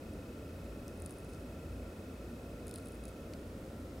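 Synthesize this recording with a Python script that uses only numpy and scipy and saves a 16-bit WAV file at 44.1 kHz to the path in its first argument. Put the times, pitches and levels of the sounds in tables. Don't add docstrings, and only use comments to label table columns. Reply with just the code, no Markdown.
import sys
import numpy as np
from scipy import signal
from scipy.fft import rfft, irfft
from scipy.io import wavfile

SR = 44100
rng = np.random.default_rng(int(sys.argv[2]) if len(sys.argv) > 2 else 0)


def master_out(mix):
    frames = np.transpose(np.atleast_2d(mix))
    ceiling = np.clip(frames, -1, 1)
    pcm = np.round(ceiling * 32767).astype(np.int16)
    wavfile.write(sys.argv[1], SR, pcm)


N = 176400

LEVEL_WINDOW_S = .003
TAIL_S, SIDE_DB = .0058, -16


def amp(db):
    return 10 ** (np.asarray(db) / 20)


def unit(x):
    return x / np.sqrt(np.mean(x ** 2) + 1e-30)


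def add(mix, start_s, sound):
    part = mix[:, max(0, round(start_s * SR)):][:, :sound.shape[1]]
    part += sound[:, :part.shape[1]]


def spread(mid, side):
    return np.array([mid + side, mid - side])


def noise(gain):
    return unit(irfft(rfft(rng.standard_normal(N)) * gain, N))


def band_noise(half_width_hz, centre_hz=0):
    hz = np.fft.rfftfreq(N, 1 / SR)
    return noise(1 / (1 + ((hz - centre_hz) / half_width_hz) ** 4) ** .5)


def scatter(decay_s, size=2048):
    cluster = rng.standard_normal(size) * np.exp(-np.arange(size) / SR / decay_s)
    return cluster / np.linalg.norm(cluster)


def ring(drive, modes, pitch=1):
    out = np.zeros_like(drive)
    for hz, width, db in modes:
        radius = np.exp(-np.pi * width / SR)
        angle = 2 * np.pi * hz * pitch / SR
        b, a = [1 - radius, 0, radius - 1], [1, -2 * radius * np.cos(angle), radius ** 2]
        out += amp(db) * signal.lfilter(b, a, signal.lfilter(b, a, drive))
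    return out


def room():
    # (frequency [Hz], relative density [dB])
    air_mid = [(20, -14), (30, -16), (42, -0.5), (70, -9.5), (105, -1.5), (130, -2.5), (165, -1), (192, -1),
               (235, 2), (300, 0.5), (380, -4), (560, -4), (660, -10), (800, -18), (1100, -21.5),
               (1280, -20), (1600, -25), (2200, -26), (3000, -29.5), (4500, -31.5), (7000, -34),
               (10000, -34.5), (13000, -37.5), (16000, -37.5)]
    # (frequency [Hz], relative density [dB])
    air_side = [(30, -25), (100, -27), (160, -9), (210, -2.5), (250, -3), (350, 0), (700, 0), (1100, -1.5),
                (2000, -7), (4000, -13.5), (7000, -20.5), (10000, -26.5), (12000, -41.5), (16000, -63)]
    # (frequency [Hz], bandwidth [Hz], mean level [dB])
    resonances = [(56.4, 2.7, -58.5), (83.8, 35, -57.5), (1349, 54, -69.5), (1447, 52, -74),
                  (1830, 57, -79.5), (5170, 100, -83), (7800, 60, -86)]
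    log_hz = np.log(np.fft.rfftfreq(N, 1 / SR) + 1)
    spectra = np.transpose(air_mid), np.transpose(air_side)
    mid, side = [noise(amp(np.interp(log_hz, np.log(hz), db))) for hz, db in spectra]
    drone = sum(amp(db) * band_noise(width / 2, hz) for hz, width, db in resonances)
    waver = amp(-.7 * band_noise(half_width_hz=5))
    return spread(amp(-47.5) * mid + drone * waver, amp(-63.5) * side)


def wavering_tone(hz, waver_rad, waver_hz):
    t = np.arange(N) / SR
    return unit(np.sin(2 * np.pi * hz * t + waver_rad * band_noise(waver_hz)))


def hum():
    # (time [s], level [dB])
    throb_levels = [(0, -57), (.35, -58.5), (.6, -47), (.75, -65), (.92, -61), (1.02, -43), (1.15, -58),
                    (1.5, -59), (1.73, -47.5), (1.88, -57), (2.05, -51.5), (2.55, -60), (2.68, -50.5),
                    (2.9, -58.5), (3.22, -57), (3.42, -54), (3.65, -56), (3.8, -50), (4, -63)]
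    throb_db = np.interp(np.arange(N) / SR, *np.transpose(throb_levels))
    low_hum = amp(-55) * wavering_tone(hz=58.16, waver_rad=.54, waver_hz=5.6)
    throb = amp(throb_db) * wavering_tone(hz=85.46, waver_rad=1.76, waver_hz=5)
    return low_hum + throb


def lens_motor():
    tone_hz, pulse_hz = 2562.3, 29.965
    first_s, pulse_s, stop_s = .0274, .019, 3.28
    t = np.arange(N) / SR
    from_centre_s = (((t - first_s) * pulse_hz + .5) % 1 - .5) / pulse_hz
    pulse = np.cos(np.pi * np.clip(from_centre_s / pulse_s, -.5, .5)) ** 2 * (t < stop_s)
    ear = np.array([[1], [-1]])
    return amp(-61 + .5 * ear) * pulse * np.sin(2 * np.pi * tone_hz * t + .5 * ear)


def tick(level_db, rub_s, pitch):
    # (frequency at pitch 1 [Hz], bandwidth [Hz], gain [dB])
    modes = [(2600, 1300, -2), (3960, 2100, -0.5), (5600, 1900, -8), (9000, 2200, -11)]
    drive = spread(scatter(rub_s), amp(SIDE_DB) * scatter(TAIL_S))
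    sound = unit(ring(drive, modes, pitch))
    return amp(level_db) * sound * np.sqrt(LEVEL_WINDOW_S * SR / sound.shape[1])


def leaf(drive, low_db, pitch=1):
    # (frequency at pitch 1 [Hz], bandwidth [Hz], relative gain [dB])
    modes = [(4160, 1370, -10), (4910, 1130, -8.5), (6160, 1200, -10.5), (6950, 570, -12), (8570, 770, -4),
             (9530, 740, 0), (9970, 860, -0.5), (12400, 2600, -18)]
    bright_from_hz = 6500
    flex = amp(9.5) * scatter(decay_s=.0016)
    flex[0] += 1
    flexing = signal.fftconvolve(drive, flex[None])[:, :drive.shape[1]]
    low = ring(flexing, [mode for mode in modes if mode[0] < bright_from_hz], pitch)
    bright = ring(drive, [mode for mode in modes if mode[0] >= bright_from_hz], pitch)
    return unit(bright) + amp(low_db) * unit(low)


def rasp(length_s, level_db, size=32768):
    grains_per_s, spread_db = 420, 5.5
    grains = (rng.random(size) < grains_per_s / SR) * rng.choice([-1, 1], size)
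    grains = grains * amp(spread_db * np.minimum(rng.exponential(1, size), 3))
    count = min(size, int(length_s * SR))
    drive = grains[:count] * signal.windows.tukey(count, .5)
    return amp(level_db) * leaf(spread(drive, 0), low_db=-7)


def snap(level_db, low_db):
    micro_fractures = amp(-.5) * scatter(decay_s=.00026)
    drive = micro_fractures + amp(-16) * scatter(TAIL_S)
    drive[0] += 1
    side = amp(SIDE_DB) * scatter(TAIL_S)
    ringing = leaf(spread(drive, side), low_db, pitch=rng.uniform(.98, 1.02))
    highpass = signal.butter(2, 4100, "high", fs=SR, output="sos")
    crack = unit(signal.sosfilt(highpass, signal.unit_impulse(len(drive))))
    crack_db = -11.5 + .36 * (level_db + 47)
    sound = ringing + amp(crack_db) * crack
    return amp(level_db) * sound * np.sqrt(LEVEL_WINDOW_S * SR / len(drive))


def snail():
    # (time [s], nominal level [dB], low ring relative to bright ring [dB])
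    snaps = [(0.135,-63,-7), (.9749,-63,-10), (1.0,-59,-13), (1.003,-61,-12), (1.021,-50,-14),
             (1.0487,-62,-9), (1.061,-44.5,-14.5), (1.0948,-58,-11), (1.108,-50.5,-15), (1.1103,-63,-8),
             (1.1165,-63,-8), (1.124,-60,-12), (1.1398,-65,-11), (1.1728,-68,-2), (1.1844,-58,-13),
             (1.2306,-70,-13), (1.2474,-60,-4), (1.3057,-69,-5), (1.335,-59,-2), (1.3465,-66,4),
             (2.6691,-52,-13), (2.6723,-61,-13), (2.681,-50.5,-8), (2.6935,-54,-12), (2.7112,-52.5,-1),
             (2.74,-48,-6), (2.7525,-59,-13), (2.7586,-46,-7), (2.7711,-64,-8), (2.7773,-57,-13),
             (2.784,-54.5,-5), (2.8568,-58,-10), (2.8596,-59,-13), (2.871,-54.5,-15), (2.8846,-55,-16),
             (2.8876,-68,-13), (2.9214,-58,-11), (2.9453,-63,-13), (2.954,-61,-13), (3.0381,-56.5,-6),
             (3.0538,-52.5,-5.5), (3.0714,-66,-13), (3.0809,-57,-2), (3.086,-61,-8), (3.0892,-59,-12),
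             (3.8005,-67,-13)]
    # (time [s], duration [s], level of the bright ring [dB])
    scrapes = [(0.959, 0.52, -75.5), (2.65, .32, -74), (3.028, 0.079, -79)]
    # (time [s], level [dB], decay time of the rub [s], pitch [ratio])
    ticks = [(0.8804, -50.5, 0.00057, 2.2), (3.3358, -50.5, .0016, 1)]
    out = np.zeros((2, N))
    for start_s, level_db, low_db in snaps:
        add(out, start_s, snap(level_db, low_db))
    for start_s, length_s, level_db in scrapes:
        add(out, start_s, rasp(length_s, level_db))
    for start_s, level_db, rub_s, pitch in ticks:
        add(out, start_s, tick(level_db, rub_s, pitch))
    return out


def scene():
    return room() + hum() + lens_motor() + snail()


def record(dry):
    lowpass = signal.firwin(511, cutoff=15850, window=("kaiser", 9), fs=SR)
    return signal.oaconvolve(dry, lowpass[None], "same")


dry = scene()
out = record(dry)
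master_out(out)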